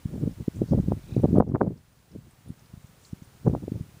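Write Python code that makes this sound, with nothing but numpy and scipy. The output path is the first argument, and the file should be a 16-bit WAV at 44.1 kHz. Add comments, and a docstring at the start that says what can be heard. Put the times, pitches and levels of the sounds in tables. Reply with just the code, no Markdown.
"""A country road in falling snow, with light wind on a bare microphone.
Gusts flutter against the port, brightest at their peaks, and single eddies thump on it. Behind them lie
a faint outdoor hiss, tiny ticks (likely snowflakes landing), one faint chirr and a thin electronic whine.
The hardest thump makes a limiter duck everything; the hiss then creeps back."""
import sys
import numpy as np
from scipy import signal
from scipy.fft import rfft, irfft
from scipy.io import wavfile
from scipy.ndimage import uniform_filter1d, minimum_filter1d

SR = 44100
rng = np.random.default_rng(int(sys.argv[2]) if len(sys.argv) > 2 else 0)


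def generate_wav(signal):
    """Clip the signal to [-1, 1] and save it as 16-bit WAV at the path in sys.argv[1]."""
    frames = np.transpose(np.atleast_2d(signal))
    scaled = np.clip(frames, -1, 1) * 32767
    pcm = np.round(scaled).astype(np.int16)
    wavfile.write(sys.argv[1], SR, pcm)


N = 176400
TIME, BIN_HZ = np.arange(N) / SR, np.arange(N // 2 + 1) * SR / N


def from_db(db):
    """Decibels to gain."""
    return 10 ** (np.asarray(db) / 20)


def unit_rms(x):
    """Scale to an rms of 1."""
    return x / np.sqrt(np.mean(x ** 2) + 1e-20)


def eq_gain(curve, hz):
    """Gain of an EQ curve, read on a log-frequency axis."""
    curve_hz, curve_db = np.array(curve).T
    return from_db(np.interp(np.log(hz + 1e-9), np.log(curve_hz), curve_db))


def drift(rate_hz):
    """Smooth random wander with a spread of 1."""
    return unit_rms(irfft(rfft(rng.standard_normal(N)) / (1 + (BIN_HZ / rate_hz) ** 2), N))


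def noise_band(hz, width, size=N):
    """Noise around a pitch; the width is a share of that pitch."""
    edges_hz = np.clip([hz / (1 + width / 2), hz * (1 + width / 2)], 10, SR / 2 - 100)
    band_pass = signal.butter(2, edges_hz, "band", fs=SR, output="sos")
    return unit_rms(signal.sosfilt(band_pass, rng.standard_normal(size)))


def outdoor_hiss():
    """A smooth bed of far hiss with a few brief swells in the treble."""
    # tone of the bed: frequency_hz, gain_db
    hiss_eq = [(30, -5), (120, -10), (400, 1), (800, -2), (1300, -3.5), (2800, -8), (5500, -10.5),
               (9500, -11.5), (13000, -16.5), (15500, -26)]
    # treble swells: peak_s, level_db, centre_hz
    swells = [(.57, -66, 7500), (.70, -61, 5230), (3.06, -58.5, 6738)]
    bed_db, swell_half_s = -59, 0.03
    bed = unit_rms(irfft(rfft(rng.standard_normal(N)) * eq_gain(hiss_eq, BIN_HZ), N))
    out = from_db(bed_db) * bed
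    for peak_s, level_db, centre_hz in swells:
        envelope = 1 / (1 + ((TIME - peak_s) / swell_half_s) ** 2)
        out += from_db(level_db) * envelope * noise_band(centre_hz, width=0.5)
    return out


def electronic_whine(pitch_hz=14994, level_db=-67):
    """A steady thin tone from a camera's electronics."""
    return from_db(level_db) * np.sin(2 * np.pi * pitch_hz * TIME)


def chirr():
    """A faint rattle: quick pulses in two narrow resonances and a broad rasp grow, then stop short."""
    # bands of the chirr: strongest_pulse_s, pitch_hz, level_db, width (share of the pitch)
    bands = [(1.15, 2450, -56.5, .14), (1.143, 3780, -57, .14), (1.162, 4800, -60, .7)]
    pulses_per_s, rise_s, fall_s = 37.8, 0.11, 0.036
    out = np.zeros(N)
    for strongest_pulse_s, pitch_hz, level_db, width in bands:
        t = TIME - strongest_pulse_s
        envelope = np.exp(np.minimum(t / rise_s, -t / fall_s))
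        pulses = np.cos(np.pi * pulses_per_s * t) ** 4
        out += from_db(level_db) * envelope * pulses * noise_band(pitch_hz, width)
    return out


def snow_ticks():
    """Tiny impacts, each a short puff of narrow noise: a few clear ones among many faint ones."""
    # clear impacts: start_s, level_db, pitch_hz
    clear_ticks = [(.558, -56, 6470), (1.217, -57.5, 9200), (1.384, -54, 10100), (1.485, -54, 5730),
                   (1.773, -53, 5000), (2.115, -55.5, 5230), (2.309, -56.5, 8530), (2.483, -53, 9750),
                   (2.593, -56, 5870), (2.657, -57, 4700), (2.868, -58.5, 7900), (3.048, -49.5, 4320),
                   (3.079, -58, 6600), (3.244, -56, 9100), (3.48, -57, 6300)]
    faint_per_s, faint_db, spread_db = 8.1, -64, 3
    attack_s, decay_s = 0.001, 0.0074
    draws = rng.random((int(faint_per_s * N / SR), 3))
    faint_ticks = [(when * N / SR, faint_db + spread_db * (2 * strength - 1), 3500 * 3 ** pitch)
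                   for when, strength, pitch in draws]
    age = TIME[:SR // 10]
    envelope = np.minimum(age / attack_s, 1) * np.exp(-age / decay_s)
    out = np.zeros(N + SR)
    for start_s, level_db, pitch_hz in clear_ticks + faint_ticks:
        start = int(start_s * SR)
        puff = envelope * noise_band(pitch_hz, width=0.2, size=len(age))
        out[start:start + len(age)] += from_db(level_db) * puff
    return out[:N]


def gusts():
    """Turbulence at the port: each gust has its own brightness; flutter lifts level and treble together."""
    # gusts of wind: peak_s, level_db, half_length_s, roll_off_hz
    gust_peaks = [(0.153, -33.5, 0.028, 139), (0.227, -23.5, 0.0063, 175), (0.274, -26.5, 0.017, 114),
                  (0.405, -33.5, 0.012, 93), (0.605, -28.5, 0.021, 137), (0.731, -20.5, 0.018, 135),
                  (0.787, -21.5, 0.011, 124), (0.821, -30.5, 0.018, 99), (0.908, -27, 0.025, 111),
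                  (0.934, -33, 0.034, 87), (1.12, -34.5, 0.023, 75.6), (1.183, -27.5, 0.027, 126),
                  (1.245, -15.5, 0.007, 209), (1.296, -26, 0.016, 110), (1.375, -19, 0.018, 248),
                  (1.411, -15, .014, 190), (1.49, -18, 0.014, 149), (1.524, -15.5, 0.0057, 230),
                  (1.554, -8.5, 0.0072, 650), (1.6146, -9, 0.0033, 1770), (1.626, -12, 0.007, 239),
                  (1.674, -20, 0.027, 179), (2.16, -35, 0.02, 150), (2.273, -46, 0.014, 77.4),
                  (2.488, -39, 0.019, 98.5), (3.475, -18.5, 0.0083, 237), (3.501, -23.5, 0.013, 170),
                  (3.55, -18, 0.0076, 250), (3.639, -36, 0.036, 146), (3.771, -34.5, 0.031, 122)]
    # tone of the airflow ahead of the roll-off: frequency_hz, gain_db
    flow_eq = [(20, -25), (45, -15.5), (90, 0.5), (140, 6.5), (300, 3), (750, -0.5), (1400, -4.5),
               (2300, -20.5), (3500, -35)]
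    breeze_db, breeze_roll_off_hz = -54.5, 54   # the air between gusts
    fall_db_per_half_length, fall_db_per_octave = 7.5, 16.5   # a gust's flanks fade and darken
    flutter_db, flutter_octaves = 6, 0.74
    power = from_db(breeze_db) ** 2
    weighted_hz = power * breeze_roll_off_hz
    for peak_s, level_db, half_length_s, roll_off_hz in gust_peaks:
        flank_db = -fall_db_per_half_length * (np.hypot(1, (TIME - peak_s) / half_length_s) - 1)
        gust_power = from_db(level_db + flank_db) ** 2
        power += gust_power
        weighted_hz += gust_power * roll_off_hz * 2 ** (flank_db / fall_db_per_octave)
    flutter = np.tanh(drift(rate_hz=78))
    moving_roll_off_hz = weighted_hz / power * 2 ** (flutter_octaves * flutter)
    # a moving low-pass, built from half-octave bands of noise
    white, bin_octaves = rfft(rng.standard_normal(N)), np.log2(BIN_HZ + 1e-9)
    rumble, rumble_power = 0, 0
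    for band_hz in 20 * 2 ** np.arange(0, 8, 0.5):
        band = np.maximum(1 - 2 * abs(bin_octaves - np.log2(band_hz)), 0)
        gain = eq_gain(flow_eq, band_hz) * np.exp(-band_hz / moving_roll_off_hz)
        rumble += gain * irfft(white * band, N)
        rumble_power += gain ** 2 * band.mean()
    return from_db(flutter_db * flutter) * rumble * np.sqrt(power / rumble_power)


def eddies():
    """Passing vortices: suction between two shoulders of pressure; each has its own strength and pitch."""
    # thumps on the port: peak_s, suction_db, centre_hz
    thumps = [(0.058, -15.5, 134), (.238, -14.5, 221), (.278, -17.5, 227), (0.4824, -10, 220),
              (0.619, -9.5, 278), (0.713, -14, 145), (.735, -12.5, 403), (.751, -13.5, 238),
              (0.801, -9.5, 147), (.885, -13.5, 196), (0.921, -13.5, 510), (.935, -15, 151),
              (1.167, -10, 283), (1.243, -2, 167), (1.256, -10.5, 400), (1.331, -8, 197), (1.343, -8, 225),
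              (1.3715, -10, 343), (1.383, -4.5, 354), (1.402, -11, 630), (1.406, 5.5, 598), (1.41, -2, 196),
              (1.424, -5.5, 520), (1.542, -4, 193), (1.55, -4.5, 560), (1.5577, -8, 790),
              (1.567, -11.5, 495), (1.61, -5, 598), (1.614, 2.5, 696), (1.619, 3.5, 289),
              (1.6289, -5.5, 354), (1.672, -12, 396), (2.161, -20.5, 245), (2.505, -19, 145),
              (2.74, -28.5, 144), (2.777, -30, 113), (2.847, -33, 117), (3.133, -19.5, 158),
              (3.223, -30, 150), (3.481, -8, 270), (3.551, -13.5, 540), (3.681, -17, 310),
              (3.721, -14, 191), (3.811, -19, 118)]
    out = np.zeros(N)
    for peak_s, suction_db, centre_hz in thumps:
        distance_sq = ((TIME - peak_s) * centre_hz * 4 * np.pi / 7) ** 2   # from vortex core to port
        suction = (1 - 6 * distance_sq + distance_sq ** 2) / (1 + distance_sq) ** 4
        out -= from_db(suction_db) * suction
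    return out


def scene():
    """Wind at the port, thinned in the deep bass, over the quiet background; mono."""
    port_low_cut = signal.butter(1, 33, "high", fs=SR, output="sos")
    wind = signal.sosfilt(port_low_cut, gusts() + eddies())
    return (wind + outdoor_hiss() + snow_ticks() + chirr() + electronic_whine())[None]


def record(dry):
    """A limiter ducks at once and recovers slowly; a steep low-pass cuts the top."""
    threshold_db, attack_s, release_s, cutoff_hz = -3, 0.0014, 1.04, 15750
    over_db = np.maximum(20 * np.log10(abs(dry[0]) + 1e-9) - threshold_db, 0)
    release, attack_samples = np.exp(-TIME / release_s), int(attack_s * SR)
    duck_db = -np.maximum.accumulate(over_db / release) * release
    smooth_duck_db = uniform_filter1d(minimum_filter1d(duck_db, attack_samples), attack_samples)
    high_cut = signal.ellip(12, 0.1, 80, cutoff_hz, fs=SR, output="sos")
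    return signal.sosfilt(high_cut, dry * from_db(smooth_duck_db))


dry = scene()
out = record(dry)
generate_wav(out)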